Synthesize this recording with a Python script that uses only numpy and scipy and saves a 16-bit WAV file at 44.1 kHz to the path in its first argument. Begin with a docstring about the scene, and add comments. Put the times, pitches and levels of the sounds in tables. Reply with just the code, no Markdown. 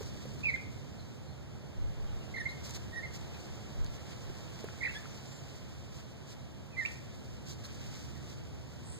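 """Birds and a puppy in a yard.

Small birds whistle gliding chirps, echoed by walls and trees, over distant traffic hum and a breeze.
Close by, a hand pets a puppy: fur and grass slip and rustle, with a few light taps. Air puffs on the
microphone; an insect buzzes once. The camera widens its stereo by crossing its two ports."""
import sys
import numpy as np
from scipy import signal
from scipy.fft import rfft, irfft, next_fast_len
from scipy.io import wavfile
from scipy.ndimage import uniform_filter1d, map_coordinates

SR = 44100
rng = np.random.default_rng(int(sys.argv[2]) if len(sys.argv) > 2 else 0)


def store_pcm(level_fs):
    """Save levels as 16-bit WAV."""
    pcm = np.round(np.clip(level_fs, -1, 1) * 32767).astype(np.int16)
    wavfile.write(sys.argv[1], SR, np.atleast_2d(pcm).T)


N = 396452

# Levels are relative, ahead of the mix gains.
# near notes: t/s, length/s, start/Hz, end/Hz, swing/Hz, swings, level/dB, octave/dB, odd overtones/dB
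NEAR_CHIRPS = [ (0.431, 0.031, 2380, 2430, 260, 1, -36.5, -30, -47),
               (0.4514, 0.021, 2448, 2480, -15, 1, -30, -31, -48),
               (0.465, 0.017, 2460, 2460, -2, 1, -30, -28, -48),
               (0.479, 0.024, 2333, 2134, 31, 1, -29, -25, -46),
               (0.492, 0.021, 2164, 1985, -40, 1, -41.5, -9, -23),
               (0.535, 0.022, 1980, 2027, 122, 1, -32.5, -25, -46),
               (0.556, 0.011, 2080, 1320, 2, 1, -51.5, -0.5, -30),
               (2.339, 0.017, 2104, 1990, 70, 1, -41.5, -19, -30),
               (2.356, 0.038, 1985, 1964, 181, 3, -40.5, -12.5, -27),
               (2.396, 0.0274, 1930, 1707, 27, 1, -40, -16, -18),
               (2.453, 0.025, 2020, 2020, 96, 1, -33, -27, -42),
               (2.478, 0.0463, 1887, 2154, 29, 1, -63.5, 12, -15),
               (2.921, 0.047, 1865, 1850, 10, 1, -48.5, -20, -29),
               (2.955, 0.052, 1888, 1760, 55, 1, -41.5, -22, -21),
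               (3.024, 0.04, 1990, 1934, 160, 1, -42.5, -17, -34),
               (4.806, 0.023, 2126, 1696, 190, 1, -41, -25, -39),
               (4.825, 0.0207, 1786, 2616, 0, 1, -34, -23, -41),
               (4.846, 0.0144, 1750, 2660, -60, 1, -33, -21, -41),
               (4.857, .008, 2600, 1550, 0, 1, -36, -20, -41),
               (4.862, .018, 1502, 1400, 582, 1, -35.5, -18, -41),
               (4.877, 0.031, 2500, 2800, -20, 1, -42.5, -30, -40),
               (4.945, 0.04, 1630, 1830, -9, 1, -47.5, -1, -11),
               (6.763, 0.094, 1946, 1948, 148, 2, -38, -23, -31),
               (6.85, 0.013, 2100, 2690, 150, 3, -31.5, -27, -36), ]
# thin, high arch: t/s, length/s, start/Hz, end/Hz, swing/Hz, swings, level/dB
FAR_WHISTLE = (5.22, .24, 6300, 6050, 1100, 1, -60.5)
# falling notes: t/s, length/s, start/Hz, end/Hz, level/dB
FAR_SLURS = [(0.979, 0.043, 4380, 3900, -57.5), (1.253, 0.095, 4250, 4190, -63),
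             (2.066, 0.032, 3410, 2650, -55), (2.205, 0.029, 2990, 2520, -49),
             (3.322, 0.037, 2950, 2220, -53), (4.648, 0.035, 2940, 2300, -54), (5.06, 0.1, 6360, 5580, -58),
             (6.697, 0.11, 2730, 2020, -51.5), (7.923, 0.06, 2700, 1530, -58),
             (8.148, 0.039, 2250, 1440, -58)]
# yard decay: f/Hz, t60/s
YARD_T60 = [(500, .42), (2200, 0.55), (8000, 0.04)]
# stroking hand: t/s, pressure/dB
HAND_PRESSURE = [(0.0, -76), (1.69, -89), (2.77, -77.5), (2.91, -82.5), (3.14, -81), (3.36, -78.5),
                 (3.85, -81.5), (4.16, -79), (4.6, -78.5), (5.2, -77.5), (6.79, -87), (6.89, -81),
                 (7.5, -82), (7.82, -76), (8.55, -83), (8.8, -81.5)]
# quick brushes: t/s, length/s, level/dB, fine-slip boost/dB
BRUSH_STROKES = [(2.635, 0.046, -49.5, 5), (2.669, 0.061, -51.5, 4.5), (2.73, 0.052, -48, 5),
                 (3.12, 0.063, -53, 6), (3.92, 0.051, -62, 4), (4.06, .09, -58, -3), (5.907, 0.15, -61, 5),
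                 (6.26, .1, -57.5, 2.5), (6.754, 0.24, -58.5, 4), (7.452, .11, -54.5, 8),
                 (7.633, 0.042, -54, 8.5), (7.88, .2, -65, 8), (8.257, 0.096, -64, 9)]
# fur and grass friction: f/Hz, density/dB
FUR_SPECTRUM = [(300, -3), (1200, 6), (2500, 6), (4700, 7.5), (7300, 4), (9000, -3), (10300, -23),
                (12500, -8.5), (15000, -10.5)]
# light taps, snapping grass: t/s, f/Hz, level/dB, t60/s
TAP_HITS = [(.008, 430, -28, .035), (.031, 6300, -35, .004), (.254, 510, -33.5, .03), (.346, 380, -39, .04),
            (2.694, 6400, -33, .003), (2.7085, 6800, -30, .003), (2.758, 4300, -34, .002),
            (3.8457, 6400, -33, .003), (3.8635, 4600, -30.5, .003), (4.297, 380, -37, .04),
            (4.642, 425, -25, .025), (4.687, 1600, -25, .003), (5.056, 1300, -37, .012),
            (7.647, 4200, -45, .05)]
# air puffs: t/s, length/s, level/dB
AIR_PUFFS = [(1.76, 0.19, -31), (1.9, 0.36, -37.5), (3.74, 0.21, -32.5), (4.24, 0.09, -42),
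             (7.65, 0.39, -50)]
# air buffeting the ports: f/Hz, density/dB
PUFF_SPECTRUM = [(20, 5.5), (40, 8.5), (70, -3.5), (130, -11.5), (300, -35), (1000, -83)]
# insect buzz: f/Hz, density/dB
INSECT_SPECTRUM = [(5000, -41), (7100, -7), (7700, 9), (8500, 10), (9200, -9), (9800, -46)]
# traffic rumble: f/Hz, density/dB
TRAFFIC_SPECTRUM = [(20, -101), (45, -71), (70, -65.5), (135, -69.5), (180, -73.5), (260, -75), (500, -87),
                    (1200, -102), (3000, -125)]
# engine hum bands: f/Hz, width/Hz, level/dB
ENGINE_BANDS = [(76.2, 5.2, -56.5), (135, 24, -54.5), (208.3, 16.5, -61)]
# traffic drift: t/s, level/dB
TRAFFIC_DRIFT = [(0.5, -49.5), (0.92, -52), (1.23, -54), (2.82, -51), (5.89, -54), (6.06, -54.5),
                 (7.99, -51), (8.99, -53)]
# breeze in leaves: f/Hz, density/dB
BREEZE_SPECTRUM = [(100, -100), (350, -82), (650, -84), (1100, -91.5), (2300, -95.5), (3300, -96),
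                   (5000, -100.5), (7500, -104), (10000, -116), (15000, -114)]
# background hiss level, slightly louder midway: t/s, level/dB
HISS_DRIFT = [(0, 0), (1.5, -1), (2.1, 2), (4.8, 2), (5.9, -1), (9, -1)]
# likeness of the ports in diffuse sound: f/Hz, correlation (clipped to +-1)
PORT_CORRELATION = [(30, -1.24), (65, -0.71), (130, 0.075), (280, -0.59), (550, 0.48), (1200, -0.076)]
# stereo widening: f/Hz, share of the other port
PORT_CROSSFEED = [(300, 0.01), (1200, 0.93)]


def amp(db):
    return 10 ** (np.asarray(db) / 20)


def unit_rms(x):
    return x / np.sqrt(np.mean(x ** 2) + 1e-20)


def time_s():
    return np.arange(N) / SR


def over_hz(points, hz):
    """Interpolate (f/Hz, value) on a log axis."""
    f, values = np.transpose(points)
    return np.interp(np.log(hz + 1), np.log(f + 1), values)


def over_time(points):
    """Interpolate (t/s, value) per sample."""
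    return np.interp(time_s(), *np.transpose(points))


def wobble(rate_hz):
    """Smooth random curve."""
    knots = rng.standard_normal(int(N * rate_hz / SR) + 4)
    return map_coordinates(knots, [time_s() * rate_hz])


def filtered(x, response):
    """Apply a complex response(f/Hz)."""
    size = next_fast_len(N + SR // 2)
    return irfft(rfft(x, size) * response(np.fft.rfftfreq(size, 1 / SR)), size)[..., :N]


def diffuse(density):
    """Noise from all around at the two ports, shaped by density(f/Hz)."""
    def mid_side(hz):
        angle = np.arccos(np.clip(over_hz(PORT_CORRELATION, hz), -1, 1)) / 2
        return density(hz) * np.array([np.cos(angle), np.sin(angle)])
    mid, side = filtered(rng.standard_normal((2, N)) * np.sqrt(SR / 2), mid_side)
    return np.array([mid + side, mid - side])


def noise(spectrum):
    """Diffuse noise from (f/Hz, density/dB)."""
    return diffuse(lambda hz: amp(over_hz(spectrum, hz)))


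def swells(rows):
    """Half-sine envelopes from (t/s, length/s, level/dB)."""
    t = time_s()
    return sum(amp(db) * np.sin(np.pi * np.clip((t - at_s) / length_s, 0, 1))
               for at_s, length_s, db in rows)


def bird_note(at_s, length_s, start_hz, end_hz, swing_hz, swings, db, octave_db=-40, odd_db=-60,
              *, waver, flutter_db=1.5, rasp_rad=0.64, trill_db=4.2):
    """Unsteady whistle with a raspy octave; pitch swings about a glide once (arch) or more (trill)."""
    span = np.arange(int(at_s * SR), int((at_s + length_s) * SR))
    progress = np.linspace(0, 1, len(span))
    white = rng.standard_normal((3, SR // 2))[:, :len(span)]
    tremor, flutter, rasp = (unit_rms(uniform_filter1d(row, size=120)) for row in white)
    swing = np.sin(np.pi * swings * progress)
    hz = start_hz + (end_hz - start_hz) * progress + swing_hz * swing
    phase = 2 * np.pi * np.cumsum(hz * (1 + waver * tremor)) / SR
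    accent_db = trill_db * swing * (swings > 1)
    envelope = amp(db + accent_db) * np.abs(np.sin(np.pi * progress)) ** .85
    octave = amp(octave_db + flutter_db * flutter) * np.sin(2 * phase + rasp_rad * rasp)
    odd = amp(odd_db) * (np.sin(3 * phase) + .3 * np.sin(5 * phase))
    out = np.zeros(N)
    out[span] = envelope * (np.sin(phase) + octave + odd)
    return out


def near_birds(left_db=-9, lead_s=1e-4, ground_s=0.0042, ground_db=-20, direct_db=7.5, echo_db=-4.5):
    """Chirps differ in time and level at the ports; the ground bounce beats with each glide."""
    song = sum(bird_note(*row, waver=0.013) for row in NEAR_CHIRPS)
    bounce = amp(ground_db) * np.pad(song, (int(ground_s * SR), 0))[:N]
    right = song + bounce
    left = filtered(right, lambda hz: amp(left_db) * np.exp(2j * np.pi * hz * lead_s))
    return amp(direct_db) * np.array([left, right]) + amp(echo_db) * yard_echoes(song)


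def far_birds(direct_db=-1, echo_db=-5):
    """Faint falling notes and one thin whistle."""
    song = bird_note(*FAR_WHISTLE, waver=0.0073)
    for *glide, db in FAR_SLURS:
        song += bird_note(*glide, swing_hz=0, swings=1, db=db, waver=0.023)
    return amp(direct_db) * song * amp([[-6], [0]]) + amp(echo_db) * yard_echoes(song)


def yard_echoes(song, delay_s=.005, scatter_db=4, scatter_t60_s=0.05):
    """Nearby things scatter briefly, walls and trees for longer; treble dies first."""
    hz, t, spectra = signal.stft(rng.standard_normal((2, SR // 2)), SR, nperseg=256)
    late = amp(-60 * t / over_hz(YARD_T60, hz)[:, None])
    early = amp(scatter_db - 60 * t / scatter_t60_s)
    tail = signal.istft(spectra * (late + early), SR, nperseg=256)[1]
    tail = np.pad(tail / np.linalg.norm(tail[0]), ((0, 0), (int(delay_s * SR), 0)))
    return signal.fftconvolve(song[None], tail, axes=1)[:, :N]


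def petting(stroke_db=-60, pressure_power=1.37, brush_db=-3, grain_db=2, drag_db=1.5, split_hz=3800):
    """Hairs and grass slip in tiny coarse and fine bursts under strokes and quick brushes."""
    def slips():
        return unit_rms(noise(FUR_SPECTRUM) * amp(grain_db * wobble(700) + drag_db * wobble(40)))
    coarse_share = lambda hz: 1 / (1 + (hz / split_hz) ** 8)
    coarse = filtered(slips(), lambda hz: np.sqrt(coarse_share(hz)))
    fine = filtered(slips(), lambda hz: np.sqrt(1 - coarse_share(hz)))
    pressure_db = over_time(HAND_PRESSURE)
    stroking = amp(stroke_db + pressure_power * (pressure_db - pressure_db.mean()))
    coarse_brush = swells(row[:3] for row in BRUSH_STROKES)
    fine_brush = swells((*timing, db + boost_db) for *timing, db, boost_db in BRUSH_STROKES)
    return stroking * (coarse + fine) + amp(brush_db) * (coarse_brush * coarse + fine_brush * fine)


def taps(crack_db=-9):
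    """Small contacts build within a cycle and ring briefly; lower ones have a duller crack."""
    out = np.zeros(N + SR)
    t = np.arange(SR // 10) / SR
    for at_s, hz, db, t60_s in TAP_HITS:
        blur_samples = max(1, int(SR / (3 * hz)))
        crack = unit_rms(uniform_filter1d(rng.standard_normal(len(t)), blur_samples))
        ring = np.sin(2 * np.pi * hz * t)
        envelope = amp(db - 60 * t / t60_s) * (1 - np.exp(-2 * hz * t))
        out[round(at_s * SR):][:len(t)] += envelope * (ring + amp(crack_db) * crack)
    return out[:N] * amp([[-3], [1]])


def air_puffs():
    """Moving air thumps softly on the ports."""
    return swells(AIR_PUFFS) * unit_rms(noise(PUFF_SPECTRUM))


def insect(at_s=8.83, length_s=0.18, db=-53):
    """Short, high buzz in the grass."""
    buzz = unit_rms(noise(INSECT_SPECTRUM) * amp(2.1 * wobble(200)))
    return swells([(at_s, length_s, db)]) * buzz


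def traffic(gain_db=-0.88):
    """Distant rumble with a blurred engine hum."""
    hum = 0
    for centre_hz, width_hz, db in ENGINE_BANDS:
        band = diffuse(lambda hz: 1 / (1 + (2 * (hz - centre_hz) / width_hz) ** 2))
        hum += amp(db) * unit_rms(band)
    drift_db = over_time(TRAFFIC_DRIFT)
    drift_db -= drift_db.mean()
    return (noise(TRAFFIC_SPECTRUM) + hum) * amp(gain_db + drift_db + 0.071 * wobble(2.9))


def breeze():
    """Light air hisses in the leaves."""
    return noise(BREEZE_SPECTRUM) * amp(over_time(HISS_DRIFT) + 0.092 * wobble(3.18))


def scene():
    """All sources at the left and right ports."""
    events = near_birds() + far_birds() + insect() + taps() + air_puffs()
    bed = traffic() + breeze() + petting()
    return events + bed * amp([[-.6], [.6]])


def record(dry, cross_delay_s=16 / SR, cutoff_hz=15500):
    """Each channel subtracts the other port, delayed, to widen the image; then a band limit."""
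    share = lambda hz: over_hz(PORT_CROSSFEED, hz)
    crossed = filtered(dry[::-1], lambda hz: share(hz) * np.exp(-2j * np.pi * hz * cross_delay_s))
    wide = filtered(dry - crossed, lambda hz: (hz < cutoff_hz) / np.sqrt(1 + share(hz) ** 2))
    return wide * amp([[-.4], [.4]])


dry = scene()
out = record(dry)
store_pcm(out)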